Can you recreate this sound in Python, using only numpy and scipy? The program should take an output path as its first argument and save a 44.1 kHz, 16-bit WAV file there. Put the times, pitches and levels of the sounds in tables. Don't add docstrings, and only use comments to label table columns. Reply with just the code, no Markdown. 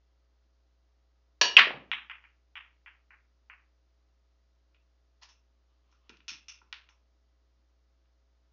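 import sys
import numpy as np
from scipy import signal
from scipy.fft import rfft, irfft, next_fast_len
from scipy.io import wavfile
from scipy.ndimage import uniform_filter1d

SR = 44100
rng = np.random.default_rng(int(sys.argv[2]) if len(sys.argv) > 2 else 0)


def unload_wav(signal):
    wavfile.write(
        sys.argv[1],
        SR,
        np.round(np.clip(np.atleast_2d(signal).T, -1, 1) * 32767).astype(np.int16),
    )


def linear_from_db(decibels):
    return 10 ** (np.asarray(decibels, float) / 20)


N = 375732

SIZE = 32768
HZ, T = np.fft.rfftfreq(SIZE, 1 / SR), np.arange(SIZE) / SR


def evened(x):
    return x / np.sqrt(np.mean(x ** 2) + 1e-20)


def read(points, hz):
    point_hz, value = np.transpose(points)
    return np.interp(np.log(hz + 1), np.log(point_hz + 1), value)


def coloured(x, points):
    hz = abs(np.fft.fftfreq(len(x), 1 / SR))
    log_gain = np.log(linear_from_db(read(points, hz)))
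    response = np.exp(np.conj(signal.hilbert(log_gain)))
    return np.fft.ifft(np.fft.fft(x) * response).real


def add(mix, start_s, sound):
    fade = np.clip((T[-1] - T) / .1 - 1, 0, 1)
    part = mix[round(start_s * SR):][:len(sound)]
    part += (sound * fade)[:len(part)]


def pulse(hz, steep, fall=2):
    ratio = HZ / hz
    level = ratio ** steep * np.exp(-steep / fall * ratio ** fall)
    shape = -level * np.exp(-2j * np.pi * ratio * (1 + steep / 8))
    return shape / abs(irfft(shape, SIZE)).max()


# pitch_hz, time_to_fall_60_db_s
ROOM_DECAY = [(200, .5), (700, 0.39), (1500, .33), (3000, 0.3), (5000, .27), (7000, .22)]


def room(spectrum, slap_ms=22, slap=1.2, spread_ms=5, build_ms=3):
    taps = np.zeros(SIZE)
    at = np.arange(40, SIZE - 16, 16)
    taps[at + rng.integers(0, 16, len(at))] = rng.standard_normal(len(at))
    ms = T * 1000
    taps *= 1 - np.exp(-ms / build_ms)
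    taps *= 1 + slap * np.exp(-((ms - slap_ms) / spread_ms) ** 2)
    reflections, tail = rfft(taps), 0
    for k, (_, t60) in enumerate(ROOM_DECAY):
        band = read([(hz, j == k) for j, (hz, _) in enumerate(ROOM_DECAY)], HZ)
        tail = tail + irfft(reflections * band, SIZE) * linear_from_db(-60 * T / t60)
    return irfft(rfft(tail / np.linalg.norm(tail)) * spectrum, SIZE)


def heard(spectrum, room_db, slap_ms, slap=0.6867):
    slate_db, slate_ms, small_hz = -2, 2.0924, 780
    spectrum = spectrum / (1 + (small_hz / (HZ + 1)) ** 7)
    slate_echo = linear_from_db(slate_db) * np.exp(-2j * np.pi * HZ * slate_ms / 1000)
    return irfft(spectrum * (1 + slate_echo), SIZE) + linear_from_db(room_db) * room(spectrum, slap_ms, slap)


# multiple_of_mains, rms_level_db
HUM_OVERTONES = [(1, -69), (2, -91.5), (3, -98.5), (4, -98), (5.15, -94.5), (7, -93), (9, -92), (10, -102),
                 (11, -92.5), (13, -100), (21, -99), (23, -105), (33, -103)]
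# pitch_hz, level_db
HISS_COLOUR = [(30, -5.5), (90, -1), (200, -4), (330, 1.5), (400, -5), (1100, -5), (2500, -11.5),
               (5000, -10), (6500, -15.5)]


def hum_and_hiss():
    mains_hz, hiss_db = 60, -80
    t = np.arange(N) / SR
    hum = np.zeros(N)
    for multiple, db in HUM_OVERTONES:
        turns = multiple * mains_hz * t + rng.random() / (2 * np.pi)
        hum += np.sqrt(2) * linear_from_db(db) * np.sin(2 * np.pi * turns)
    hiss = evened(coloured(rng.standard_normal(next_fast_len(N)), HISS_COLOUR))[:N]
    return hum + linear_from_db(hiss_db) * hiss


def thud(db, hz, room_db):
    push = linear_from_db(db) * pulse(hz, 4.54)
    return irfft(push, SIZE) + linear_from_db(room_db) * room(push, 35, .3)


# start_s, peak_level_db, pitch_hz
CUSHION_THUDS = [(1.412, -26.5, 426), (1.668, -28, 470), (1.699, -39.5, 228), (1.706, -28.5, 704),
                 (1.735, -37.5, 132), (1.742, -47, 404), (1.769, -42, 249), (1.849, -67, 302),
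                 (1.969, -59.5, 303.6), (6.094, -48, 302.2), (6.115, -57.5, 170), (6.313, -53, 226.5),
                 (6.325, -56.5, 99), (6.62, -64.5, 298.2), (8.219, -76, 40)]


def cushion_thuds(mix):
    for start_s, db, hz in CUSHION_THUDS:
        add(mix, start_s, thud(db, hz, room_db=-4))


# pitch_hz, level_db
CRACK_COLOUR = [(90, -49), (220, -31), (450, -15), (780, -4.5), (1150, -13), (1500, -9.5), (2000, -14),
                (2700, -4), (3500, -5.5), (4500, -4), (5600, -9.5), (7000, -17.5)]
# pitch_hz, level_db, time_to_fall_60_db_s
SHAFT_TONES = [(1682, -2.5, .09), (2814.3, -6, 0.35), (2905.5, -3, .3), (3340, -11.5, .15),
               (4460, 0.5, 0.14), (4511, -3, .3), (4620, -8.5, .3), (5580, -3.5, .3), (5718, -7.5, .12)]


def cue():
    crack_db, ring_db = -5.5, -23
    crack_room_db, ring_room_db = -2, -4.5
    swell = 1 - np.exp(-T / 0.00089)
    chatter = rng.standard_normal(SIZE) * swell * np.exp(-(T / 0.0082) ** 2.5)
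    crack = coloured(chatter, CRACK_COLOUR)
    crack = linear_from_db(crack_db) * crack / abs(crack).max()
    ring = np.zeros(SIZE)
    for hz, db, t60 in SHAFT_TONES:
        ring += linear_from_db(ring_db + db - 60 * T / t60) * np.sin(2 * np.pi * hz * T)
    to_room = linear_from_db(crack_room_db) * crack + linear_from_db(ring_room_db) * ring
    return crack + ring + room(rfft(to_room), 46, 0.13)


# pitch_hz, level_db
RACK_TONE = [(180, -62), (300, -32), (896, -16), (1080, -7), (1560, -7), (1690, -3), (2780, -1),
             (5170, -22.5), (7000, -42), (9100, -74.5), (15400, -120)]


def rack_room():
    spread_ms, level_db = 2.512, 17.3
    wander = evened(uniform_filter1d(rng.standard_normal(SIZE), size=250))[:len(HZ)]
    late_s = spread_ms / 1000 * (1.4 + np.tanh(wander))
    burst = linear_from_db(read(RACK_TONE, HZ)) * np.exp(-2j * np.pi * HZ[1] * np.cumsum(late_s))
    burst = burst / np.linalg.norm(irfft(burst, SIZE))
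    return linear_from_db(level_db) * room(burst, 22.005, 1.093, 5.4, 9.6)


def rack_wave(db, first_hz, last_hz, ms):
    contacts_hz = np.interp(T, [0, ms / 1000], [first_hz, last_hz])
    turns = np.cumsum(contacts_hz) / SR
    contacts = np.diff(np.floor(turns), prepend=-1)
    contacts = contacts * np.clip((ms - T * 1000) / 1.0, 0, 1)
    return linear_from_db(db) * irfft(rfft(contacts) * pulse(2700, 4.2), SIZE)


# start_s, level_db, first_contacts_per_s, last_contacts_per_s, length_ms
RACK_WAVES = [
    (1.5669, 5.5, 3170, 2400, 2.9),
    (1.5705, 3.5, 2450, 2700, 3.2509),
    (1.575, -7.5, 2900, 2900, 2.2),
]


def rack_burst(mix):
    add(mix, RACK_WAVES[0][0], rack_room())
    for start_s, *wave in RACK_WAVES:
        add(mix, start_s, rack_wave(*wave))


# start_s, peak_level_db, pitch_hz
TABLE_BOOMS = [
    (1.567, -48.5, 451),
    (1.597, -49.5, 210.1),
    (1.799, -67, 219),
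    (1.894, -64.5, 192),
]


def table_booms(mix):
    for start_s, db, hz in TABLE_BOOMS:
        add(mix, start_s, thud(db, hz, room_db=12))


# start_s, peak_level_db, pitch_hz, room_db, wall_echo_ms
BALL_CLICKS = [
    (1.9155, -13.5, 2650, 3, 17),
    (2.098, -27.5, 2358, 5.5, 16.7),
    (2.240, -43, 2200, 4, 13.6),
    (2.555, -31, 2465, 8.5, 21.6),
    (2.861, -39, 2270, 8, 22),
    (3.106, -43.5, 1980, 6.5, 33.5),
    (3.499, -35, 2100, 3.5, 34),
]


def ball_clicks(mix):
    for start_s, db, hz, room_db, slap_ms in BALL_CLICKS:
        lobes = pulse(hz, 1.38, 6.03) + linear_from_db(-37.5) * pulse(2.05 * hz, 30.31)
        add(mix, start_s, heard(linear_from_db(db) * lobes, room_db, slap_ms))


def rings(tones):
    return sum(linear_from_db(db) / (1 + 2j * (HZ - hz) / width) for hz, width, db in tones)


# pitch_hz, width_hz, level_db
SHELL_TONES = [(1000, 320, -8), (1368.4, 130, -5), (2480, 81.227, -5.5), (2685, 250, 1), (3460, 120, -7),
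               (4436.6, 43, -19)]
# pitch_hz, width_hz, level_db
RIM_TONES = [(5310, 29, 0), (5560, 63, -12), (5560, 79, -1.5), (6000, 110, -8), (6080, 170, -5)]


def knock(db, hz, shell_db, rim_db, room_db):
    ring_db = 9
    shell = linear_from_db(ring_db + shell_db) * rings(SHELL_TONES)
    rim = linear_from_db(ring_db + rim_db) * rings(RIM_TONES)
    blow = linear_from_db(db) * pulse(hz, 1.9, 1.9834)
    return heard(blow * (1 + shell + rim), room_db, 37.5, 0.1)


# start_s, peak_level_db, blow_pitch_hz, ring_db
LINING_KNOCKS = [
    (5.233, -37, 4470, 2),
    (6.094, -38.5, 3360, 8),
    (6.170, -49.5, 3418, 0.1),
    (6.727, -24, 2900, -2),
    (6.7315, -30.5, 2020, -12),
    (6.204, -50.5, 2359, 5),
    (6.616, -56, 1102, 15.5),
    (6.889, -46, 2400, 0),
    (8.057, -71, 2400, 0.1),
]
RIM_KNOCKS = [
    (5.289, -69, 4490, 15),
    (5.297, -61, 3058, -2),
    (5.915, -64.5, 4000, -5),
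    (6.281, -29.5, 3538, -1.5),
    (6.483, -42.5, 3547, 6.5),
    (6.889, -67.5, 5000, 6),
]
SHELL_KNOCKS = [
    (4.746, -60, 2400, -2),
    (5.925, -70, 1300, 6),
    (6.100, -50, 1602, 1),
    (6.897, -60, 916.7, -7),
]


def pocket_knocks(mix):
    parts = [  # knocks, shell ring dB, rim ring dB, room dB
        (LINING_KNOCKS, -10.5, -10.5, -3.5),
        (RIM_KNOCKS, -2.5, 7, 9.5),
        (SHELL_KNOCKS, 2.5, -1.5, 2)]
    for knocks, shell_db, rim_db, room_db in parts:
        for start_s, db, hz, ring_db in knocks:
            add(mix, start_s, knock(db, hz, shell_db + ring_db, rim_db + ring_db, room_db))


def scuff(stroke, colour):
    s, db = np.transpose(stroke)
    grit = rng.standard_normal(SIZE) * linear_from_db(2.4 * rng.exponential(1, SIZE))
    loudness = linear_from_db(np.interp(T + s[0], s, db, right=-140))
    dry_scuff = evened(coloured(grit, colour)) * loudness
    return dry_scuff + linear_from_db(-10) * room(rfft(dry_scuff))


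# pitch_hz, level_db
SCRAPE_COLOUR = [(350, -58), (600, -16), (929, 4), (1230, -3), (3700, -2), (5270, -0.5), (6560, -13.5),
                 (7200, -22), (9360, -46), (15800, -120)]
# peak_s, peak_level_db
SCRAPE_PEAKS = [
    (5.226, -52.5),
    (5.289, -62),
]


def scrapes(mix):
    rise_s, fade_s = 0.012, 0.053
    for peak_s, db in SCRAPE_PEAKS:
        stroke = [(peak_s - rise_s, db - 18), (peak_s, db), (peak_s + fade_s, db - 18.5)]
        add(mix, peak_s - rise_s, scuff(stroke, SCRAPE_COLOUR))


# pitch_hz, level_db
ROLLING_COLOUR = [(500, -36), (850, -1), (1200, 12), (1500, -13), (3000, 2.5), (6500, -23)]


def roll(mix):
    start_s, length_s = 5.68, .41
    level_db, swell_db = -90.5, 9
    wobbles, wobble_db = 2.3, 4
    u = np.linspace(0, 1, num=40)
    db = level_db + swell_db * u + wobble_db * np.sin(2 * np.pi * wobbles * u)
    add(mix, start_s, scuff(np.c_[start_s + length_s * u, db], ROLLING_COLOUR))


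def scene():
    mix = np.zeros(N)
    add(mix, 1.4127, cue())
    rack_burst(mix)
    scrapes(mix)
    roll(mix)
    ball_clicks(mix)
    pocket_knocks(mix)
    cushion_thuds(mix)
    table_booms(mix)
    return mix[None]


def top_cut(x):
    return signal.sosfilt(signal.butter(12, 15000, fs=SR, output="sos"), x)


# pitch_hz, level_db
MIC_COLOUR = [(30, -36), (90, -14.5), (180, -5.5), (400, 0.5)]
# pitch_hz, level_db
BAND_LIMIT = [(20, 0), (6700, -0.5), (7000, -5), (7500, -25), (8000, -46), (8500, -70)]


def record(dry):
    rate_hz = 16000
    overloaded = np.clip(dry[0], -.68, .68)
    spare = (0, next_fast_len(N) - N)
    picked_up = coloured(np.pad(overloaded, spare), MIC_COLOUR)
    narrow = coloured(picked_up + np.pad(hum_and_hiss(), spare), BAND_LIMIT)
    image = narrow * np.cos(2 * np.pi * rate_hz * np.arange(len(narrow)) / SR)
    image_colour = [(8500, -110), (10000, -55.5), (13000, -50), (14400, -48), (15000, -71.5), (16000, -120)]
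    image = coloured(image, image_colour)
    return top_cut((narrow + image)[None, :N])


dry = scene()
out = record(dry)
unload_wav(out)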